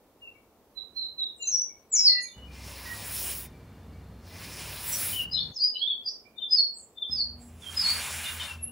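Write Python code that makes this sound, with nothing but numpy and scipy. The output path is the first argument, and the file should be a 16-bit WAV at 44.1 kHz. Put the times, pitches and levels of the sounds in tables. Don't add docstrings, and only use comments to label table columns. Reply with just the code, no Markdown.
import sys
import numpy as np
from scipy import signal
from scipy.fft import rfft, irfft
from scipy.io import wavfile
from scipy.ndimage import uniform_filter1d

SR = 44100
rng = np.random.default_rng(int(sys.argv[2]) if len(sys.argv) > 2 else 0)


def generate_wav(sig):
    pcm = np.round(np.clip(np.atleast_2d(sig).T, -1, 1) * 32767).astype(np.int16)
    wavfile.write(sys.argv[1], SR, pcm)


N = 384111
TIME = np.arange(N) / SR
HZ = np.maximum(np.arange(N // 2 + 1) * SR / N, 1)

# (f/Hz, relative level/dB)
AIR_COLOUR = [(15, -59), (25, -12.5), (71, -3.5), (164, -10), (215, -3), (274, -5), (368, -4), (399, -5),
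              (433, -3), (1080, -13), (1620, -22), (8350, -29), (15500, -24.5)]
# (f/Hz, likeness 0 to 1)
AIR_LIKENESS = [(60, 0.84), (290, 0.99), (640, 0.89), (1400, 0.84), (3000, .05)]
AIR_DB = -61

# (start t/s, length t/s, first pitch f/Hz, last pitch f/Hz, level/dB,
# rise in level over the note/dB, left minus right level/dB, left microphone's lead t/microseconds)
BIRD_NOTES = [ (0.222, 0.052, 2820, 2704, -45, 2.5, 2, 146), (0.355, 0.011, 2290, 2230, -53.5, -1, 21, 143),
              (0.774, 0.028, 4050, 3812, -30.5, -5.5, -15, -168),
              (0.947, 0.041, 5700, 5700, -67, -4, -19, -168), (0.966, 0.05, 4150, 4095, -29, 6, -6.5, -168),
              (1.028, 0.016, 4000, 3886, -32.5, 3, -5, -168),
              (1.181, 0.043, 4100, 3803, -32, 10.5, -3.5, -168),
              (1.253, .02, 3750, 3620, -35, -2.5, -1.5, -168),
              (1.363, .025, 8100, 8280, -58.5, -1.5, 27, 144.5), (1.383, .03, 7480, 7380, -54, 1, 28, 143),
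              (1.403, 0.065, 2830, 2600, -41, -6, -1.5, 149),
              (1.426, 0.018, 7030, 7060, -28.5, -8, 17, 138), (1.426, 0.016, 4120, 4010, -34, 1, -10, -168),
              (1.464, 0.033, 6200, 6420, -31.5, 10, 1, 150), (1.693, 0.056, 2280, 2220, -58.5, 1, 8, -4),
              (1.935, 0.075, 2230, 2267, -51.5, 4, 12, 1), (2.09, 0.11, 2015, 1955, -38.5, 7.5, -7, -15),
              (2.133, .06, 2720, 2727, -52, 3, -6, 7), (2.204, 0.04, 6720, 6650, -49, 16.5, -11.5, -168),
              (2.226, 0.011, 10050, 10050, -33.5, -13, -40, -168),
              (2.222, .014, 10900, 10900, -44, -10, -34, -168), (2.245, 0.038, 2380, 2250, -52, -1, 0, -2),
              (2.283, 0.06, 3650, 3520, -50, -7, -1, -7), (2.337, 0.12, 2950, 2950, -59, 8.5, 2, -3),
              (2.481, 0.14, 2430, 2350, -52, -8, 7, -3), (2.562, 0.1, 2086, 2086, -55.5, -4, -3, 0),
              (2.859, .075, 1920, 1893, -38, -1.5, -6, -2), (3.428, 0.031, 3620, 3630, -56.5, -4, 3, 1),
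              (3.407, 0.34, 2374, 2284, -67.5, -1, -1, 1), (3.928, .08, 2240, 2325, -66, -1, 1, 5),
              (4.314, 0.098, 2010, 2070, -49, -12.5, 2, 0), (4.872, 0.018, 7760, 7800, -35.5, -5, -12, 8),
              (4.921, .03, 7720, 7620, -28, -15, -9, 1), (4.926, 0.031, 5860, 5760, -32.5, -8, -1, -5),
              (5.314, 0.021, 4900, 5120, -35.5, 10, 0.5, 3),
              (5.365, 0.021, 2930, 3080, -39.5, -1.5, -11, -1),
              (5.402, .012, 4460, 4345, -34.5, 9.5, -6, 5), (5.53, 0.027, 6600, 6650, -57, -3, 2.5, -2.5),
              (5.542, 0.019, 6130, 6080, -48, -1, 21, -1), (5.561, 0.018, 5300, 4990, -32, 1.5, 0, 1),
              (5.584, .03, 4280, 4280, -39.5, 2.5, 3.5, -2), (5.743, .04, 4030, 3940, -43, 5, -12, 3),
              (5.757, 0.014, 2960, 3053, -25.5, -2, 2, 2), (5.792, 0.018, 4420, 4290, -33.5, -2, 6.5, 2),
              (5.811, 0.03, 3250, 3397, -27, 6, -9, 3.5), (5.875, .044, 3590, 3306, -22, -2.5, 3.5, 1),
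              (5.917, 0.016, 4330, 4350, -44, -1, 6, 3.5), (6.061, 0.02, 4880, 4660, -25.5, -3, -1, 3),
              (6.088, 0.0098, 5310, 5250, -25.5, -10, -3, -2),
              (6.091, 0.023, 5500, 6080, -36.5, -15.5, 0, 0.5),
              (6.255, 0.043, 2330, 2413, -52.5, -6, -34, 0), (6.383, 0.01, 3610, 3570, -33, 2, 11, -3.5),
              (6.404, 0.048, 2990, 3220, -47.5, 0, 5, 1), (6.426, 0.038, 3630, 3504, -27.5, -4.5, -1, 0),
              (6.509, 0.026, 4990, 5105, -24.5, 12, 0.5, -2),
              (6.743, 0.077, 7650, 7820, -50.5, 0, -11, 6.5), (6.765, 0.023, 8380, 8260, -47, 2, 9.5, 1.5),
              (6.775, 0.062, 7400, 7430, -50, -11.5, 2, 0), (6.825, 0.014, 7830, 7200, -51.5, 3, -4, -9),
              (6.792, 0.027, 7000, 6700, -60, -2, 4, 1.5), (6.975, .012, 3590, 3500, -40, 7, 6.5, 3.5),
              (7.023, .012, 3580, 3460, -24.5, 2, 2, 2.5), (7.043, .018, 3270, 3240, -40.5, -6, 4, 2.5),
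              (7.086, .025, 3580, 3580, -42, -2, -13, 1), (7.111, .026, 5110, 5097, -36, 13.5, -2, 1),
              (7.399, 0.038, 7550, 7680, -59.5, 8, -13, -1),
              (7.475, 0.0099, 7600, 7500, -52.5, -5, -4.5, 0.5), (7.623, 0.042, 3510, 3070, -44, -2, -9, 0),
              (7.665, 0.018, 3180, 3266, -35.5, 2, -11, -2), (7.773, 0.03, 5050, 5220, -21, -6, -0.5, 5),
              (7.799, 0.013, 4900, 4670, -23.5, -6, 3, -2), (8.234, 0.068, 2920, 2810, -40, 2, -23, 0),
              (8.257, 0.037, 3540, 3650, -34.5, -6, 6, 0), (8.4, 0.024, 3170, 2910, -32, -2, 2.5, -1.5),
              (8.405, 0.027, 3650, 3570, -38, 3, 5, 0), (8.482, 0.032, 2770, 2700, -35.5, -6, 7, -2),
              (8.584, .025, 2680, 2636, -49.5, -5, 10, 0), (8.629, .016, 11150, 10980, -28, 0, 0, 8),
              (8.643, .055, 2720, 2770, -53.5, 6, 10, 2), ]
# (left minus right level/dB, left microphone's lead
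# t/microseconds, list of points (t/s, pitch f/Hz, level/dB))
BIRD_SLURS = [ (1.5, 143, [(1.515, 5664, -29), (1.542, 5840, -21), (1.56, 5560, -23), (1.576, 5750, -35.5),
              (1.606, 5910, -23), (1.626, 5890, -33.5), (1.642, 5700, -31), (1.655, 5720, -43)]),
              (1.5, 139, [(1.917, 7800, -35), (1.93, 7000, -25), (1.94, 7060, -18.5), (1.968, 5710, -19),
              (2.0, 5390, -16.5), (2.028, 5130, -27.5), (2.055, 5130, -15), (2.085, 4250, -10),
              (2.105, 4135, -25), (2.132, 4232, -13.5)]), (3, 4.5, [(5.13, 2990, -30.5), (5.15, 2993, -31),
              (5.185, 3020, -28.5), (5.203, 2844, -20)]), (8, -1.5, [(5.333, 4160, -31), (5.352, 4067, -18),
              (5.372, 3630, -33.5), (5.392, 3520, -19)]), (-.5, -6, [(5.603, 4690, -29.5),
              (5.63, 4820, -13.5), (5.645, 5000, -19.5), (5.662, 5040, -28)]),
              (-2.5, -5.5, [(6.556, 4850, -30.5), (6.582, 4443, -17), (6.598, 4384, -13.5),
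              (6.622, 4385, -18.5)]), (0, 3, [(7.16, 4930, -28), (7.176, 4550, -32.5), (7.192, 4700, -21),
              (7.208, 4365, -21), (7.222, 4320, -30.5), (7.25, 4860, -38)]), (-1, -3, [(7.826, 4600, -29),
              (7.845, 4330, -24), (7.862, 4364, -22), (7.89, 4450, -20), (7.912, 4710, -28.5)]), ]
NOTE_RISE_S, NOTE_FALL_S = 0.03, 0.0032
NOTE_RISE_DB = 34.5
NOTE_SMOOTH_S = 0.004
WAVER, WAVER_S = 0.0068, 0.0069
WARBLE = 0.05
AHEAD_US = 70

DIRECT_DB, WOOD_DB, ACROSS_DB = -2.6, -2.2, -37.5
WOOD_BUILD_S = 0.0013
WOOD_T60_S, WOOD_BEND_S = 0.36, 0.49
WOOD_ALIKE_S = 0.022
TAIL_HIGH_HZ, TAIL_HIGH_T60_S = 6700, 0.68

# (start t/s, end t/s, lower tone f/Hz, beat f/Hz, moment of a beat crest t/s)
DRONE_A = (2.365, 5.52, 63.8, 1.45, 3.33)
DRONE_B = (7.09, 8.71, 79.7, 4.8, 7.96)
# (level at the start/dB, level at the end/dB, upper tone against the lower/dB)
TONES_A, TONES_B = (-48.5, -56, -7), (-56, -48, -0.92)
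# (f/Hz, width f/Hz, rms level/dB)
LINES_A = [(87.6, 5.3, -56), (101.6, 4.2, -56.5), (143.8, 1.9, -58), (172.2, 1.9, -59.5), (216, 3.4, -66),
           (282.6, 2.05, -67.5), (363, 1.7, -69), (456.4, 0.64, -67.5), (2820, 20, -82), (3560, 43, -80.5),
           (4230, 64, -77), (4700, 27, -82)]
LINES_B = [(61, 6.4, -55.5), (136.7, 7.3, -70), (191, 7.3, -64.5), (238, 4.9, -58.5)]
# (f/Hz, relative level/dB)
WASH_A = [(15, -53), (25, -40), (46, -7), (69, -7.5), (227, -5.5), (340, -16.5), (445, -18.5), (495, -17.5),
          (762, -20.5), (1850, -28), (2300, -30.5), (2560, -33.5), (15500, -48.5)]
WASH_B = [(15, -61), (25, -45), (86, -18), (118, 3), (355, -13.5), (430, -11), (478, -23), (592, -13.5),
          (644, -12), (4000, -38.5), (5200, -81), (8800, -120)]
WASH_A_DB, WASH_B_DB = -51.5, -56.5

# (start t/s, length t/s, level/dB)
DRAGS = [(2.481, 1.008, -31.5), (4.219, 1.051, -29.5)]
# (share of its length, grit relative level/dB, blade body relative level/dB)
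DRAG_COURSE = [(0, -48, -45.5), (.05, -32.5, -29.5), (.2, -19.5, -20), (.5, -12, -18.5), (.68, -1.5, -17.5),
               (.83, -1, -15.5), (.92, -8.5, -23.5), (.97, -15, -27), (1.0, -40, -38), (1.08, -45, -58)]
# (start t/s, length t/s, grit level/dB, blade body level/dB)
BRUSHES = [(7.11, .12, -74.5, -79), (7.413, 0.069, -70.5, -74)]
# (t/s, grit level/dB, blade body level/dB)
DIG = [(7.53, -71.5, -75.5), (7.6, -66, -70), (7.75, -48.5, -52.5), (7.91, -42.5, -42.5),
       (8.11, -41.5, -44.5), (8.35, -46.5, -49.5), (8.44, -47, -47), (8.535, -54, -53.5), (8.61, -71, -71),
       (8.66, -78.5, -73.5)]
# (f/Hz, relative level/dB)
DRAG_GRIT = [(1800, -24), (3000, -6), (4500, -7), (5300, -4), (6200, -8), (8000, -6), (9500, -1.5),
             (12000, -2.5), (12800, -7), (13600, -10), (14500, -4), (15600, 2), (16500, 0)]
DRAG_BODY = [(180, -30), (300, -2), (806, -2), (982, 2), (1300, -3), (2050, 0), (2280, -1.5), (2470, 1),
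             (3720, -4.5), (5240, -0.5), (7000, -9.5), (9100, -12.5), (15400, -120)]
DIG_GRIT = [(2700, -5.5), (4500, -4), (5600, -0.5), (7300, 5.5), (8500, 3), (10200, 2.5), (12000, -3),
            (13100, -11.5), (14200, -5), (15600, -1), (16500, 4.5)]
DIG_BODY = [(240, -41), (400, -19), (697, -7), (884, -1), (1150, -1), (1490, 2.5), (1760, -1), (2480, 1),
            (2840, 0), (6000, -8.5), (7800, -67), (13200, -120)]
# (f/Hz, width f/Hz, lift in level/dB)
BLADE = [(570, 52, 4.5), (1000, 71, 1), (1715, 100, 3.5), (2150, 69, 4), (2394, 52, 8), (2860, 50, 3.5),
         (3680, 64, 4), (4060, 250, 1), (5300, 110, 4.5), (7180, 500, 2.5), (9750, 1000, 6.5),
         (10780, 1100, 4), (11880, 370, 6), (15330, 620, 7.5)]

CUTOFF_HZ = 15740


def from_db(db):
    return 10 ** (np.asarray(db) / 20)


def rms_one(x):
    return x / np.sqrt(np.mean(x ** 2) + 1e-20)


def at_hz(points):
    hz, values = np.array(points).T
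    return np.interp(np.log(HZ), np.log(hz), values)


def bell(hz, width_hz):
    return 1 / (1 + (2 * (HZ - hz) / width_hz) ** 2)


def shaped(x, gain):
    return rms_one(irfft(rfft(x) * gain, N))


def gains(rows, fade_s):
    s, *columns = np.transpose(rows)
    inside_s = np.minimum(TIME - s[0], s[-1] - TIME)
    gate = np.clip(inside_s / fade_s + 1, 0, 1)
    return [gate * from_db(np.interp(TIME, s, column)) for column in columns]


def air():
    mid, side = rfft(rng.standard_normal((2, N))) * from_db(at_hz(AIR_COLOUR))
    alike = np.clip(at_hz(AIR_LIKENESS), 0, 1)
    common = np.sqrt(1 + alike) * mid
    opposed = np.sqrt(1 - alike) * side * [[1], [-1]]
    return from_db(AIR_DB) * rms_one(irfft(common + opposed, N))


def birds():
    calls = []
    for s, length, from_hz, to_hz, db, swell_db, pan_db, lead_us in BIRD_NOTES:
        calls.append(([s, s + length], [from_hz, to_hz], [db, db + swell_db], pan_db, lead_us))
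    for pan_db, lead_us, bend in BIRD_SLURS:
        calls.append((*np.transpose(bend), pan_db, lead_us))
    out = np.zeros((2, N))
    for call in calls:
        at, sound = whistle(*call)
        out[:, at] += sound
    return out


def whistle(s, hz, db, pan_db, lead_us):
    at = slice(int((s[0] - NOTE_RISE_S) * SR), min(int((s[-1] + NOTE_FALL_S) * SR), N))
    t = TIME[at]

    smoothing = np.hanning(int(WAVER_S * SR))
    wobble = rms_one(np.convolve(rng.standard_normal(SR // 2), smoothing, "same"))[:len(t)]
    depth = WAVER
    if abs(lead_us) < AHEAD_US:
        depth += WARBLE * np.log(max(hz) / min(hz))
    pitch = np.interp(t, s, hz) * (1 + depth * wobble)
    cycles = np.cumsum(pitch) / SR
    left_lead = pitch * [[lead_us * 1e-6], [0]]
    phase = 2 * np.pi * (cycles + left_lead)

    early = np.clip((s[0] - t) / NOTE_RISE_S, 0, 1)
    edge = np.clip(np.minimum(2 - 2 * early, 1 + (s[-1] - t) / NOTE_FALL_S), 0, 1)
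    level_db = np.interp(t, s, db) - NOTE_RISE_DB * np.sqrt(early)
    level_db = uniform_filter1d(level_db, int(NOTE_SMOOTH_S * SR))
    level = from_db(level_db) * np.sin(np.pi / 2 * edge) ** 2

    left = 1 / (1 + from_db(-2 * pan_db))
    sides = np.sqrt([[2 * left], [2 - 2 * left]])
    return at, sides * level * np.sin(phase)


def wood(x):
    t = TIME[:SR]
    noise, alike = rng.standard_normal((2, SR)), np.exp(-t / WOOD_ALIKE_S)
    noise[1] = alike * noise[0] + np.sqrt(1 - alike ** 2) * noise[1]
    lows = signal.sosfilt(signal.butter(2, TAIL_HIGH_HZ, fs=SR, output="sos"), noise)
    highs = signal.sosfilt(signal.butter(2, TAIL_HIGH_HZ, "high", fs=SR, output="sos"), noise)
    scatter = lows - highs * from_db(-60 * t / TAIL_HIGH_T60_S)

    fall_db = -60 * t / WOOD_T60_S - 20 * (t / WOOD_BEND_S) ** 2
    tail = scatter * (1 - np.exp(-t / WOOD_BUILD_S)) * from_db(fall_db)
    tail = tail / np.sqrt(np.sum(tail ** 2, axis=1, keepdims=True))
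    spread = x + from_db(ACROSS_DB) * x[::-1]
    return from_db(WOOD_DB) * signal.fftconvolve(spread, tail, axes=1)[:, :N]


def engine(stretch, tones, lines, wash, wash_db):
    start, end, tone_hz, beat_hz, crest_s = stretch
    first_db, last_db, upper_db = tones
    level, on = gains([(start, first_db, 0), (end, last_db, 0)], fade_s=0.0031)
    turn = 2 * np.pi * (TIME - crest_s)
    lower = np.sin(tone_hz * turn)
    upper = from_db(upper_db) * np.sin((tone_hz + beat_hz) * turn)
    tone = np.sqrt(2) * (lower + upper)

    noise = rng.standard_normal((2, N))
    wavering = sum(from_db(db) * shaped(noise[0], bell(hz, width)) for hz, width, db in lines)
    steady = from_db(wash_db) * shaped(noise[1], from_db(at_hz(wash)))
    return level * tone + on * (wavering + steady)


def grains(per_s, size_db):
    sizes = from_db(size_db * np.minimum(rng.exponential(1, N), 5))
    signs = rng.choice([-1, 1], N)
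    return sizes * signs * (rng.random(N) < per_s / SR)


def drift(rate):
    return shaped(rng.standard_normal(N), bell(0, 2 * rate))


def patchy(x, patchy_db, rate):
    place = np.clip(2 * np.log2(HZ / 250), 0, 12)
    out, whole = 0, rfft(x)
    for band in range(13):
        share = np.maximum(1 - abs(place - band), 0)
        out = out + irfft(whole * share, N) * from_db(patchy_db * drift(rate))
    return out


def trowel():
    blade = from_db(sum(db * bell(hz, width) for hz, width, db in BLADE))
    drags = [np.array(DRAG_COURSE) * [length, 1, 1] + [start, db, db] for start, length, db in DRAGS]
    digs = [DIG]
    for start, length, grit_db, body_db in BRUSHES:
        digs.append([(start, grit_db, body_db), (start + length, grit_db, body_db)])

    out = 0
    # strokes, the two colours, then extra gain in dB for grit and body
    kinds = [(drags, DRAG_GRIT, DRAG_BODY, 0.6, 4.5),
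             (digs, DIG_GRIT, DIG_BODY, 5.5, 6.5)]
    for strokes, grit, body, grit_db, body_db in kinds:
        fine, coarse = grains(per_s=13000, size_db=1.0), grains(per_s=9000, size_db=1.0)
        hiss = from_db(grit_db) * shaped(fine, blade * from_db(at_hz(grit)))
        rasp = from_db(body_db) * shaped(coarse, blade * from_db(at_hz(body)))
        for rows in strokes:
            edge_level, body_level = gains(rows, fade_s=0.051)
            out = out + edge_level * hiss + body_level * rasp
    return patchy(out, patchy_db=2.2, rate=9.0)


def scene():
    song = birds()
    drone = engine(DRONE_A, TONES_A, LINES_A, WASH_A, WASH_A_DB)
    drone = drone + engine(DRONE_B, TONES_B, LINES_B, WASH_B, WASH_B_DB)
    return air() + from_db(DIRECT_DB) * song + wood(song) + drone + trowel()


def record(dry):
    low_pass = signal.ellip(12, 0.5, 80, CUTOFF_HZ, fs=SR, output="sos")
    return signal.sosfilt(low_pass, dry)


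dry = scene()
out = record(dry)
generate_wav(out)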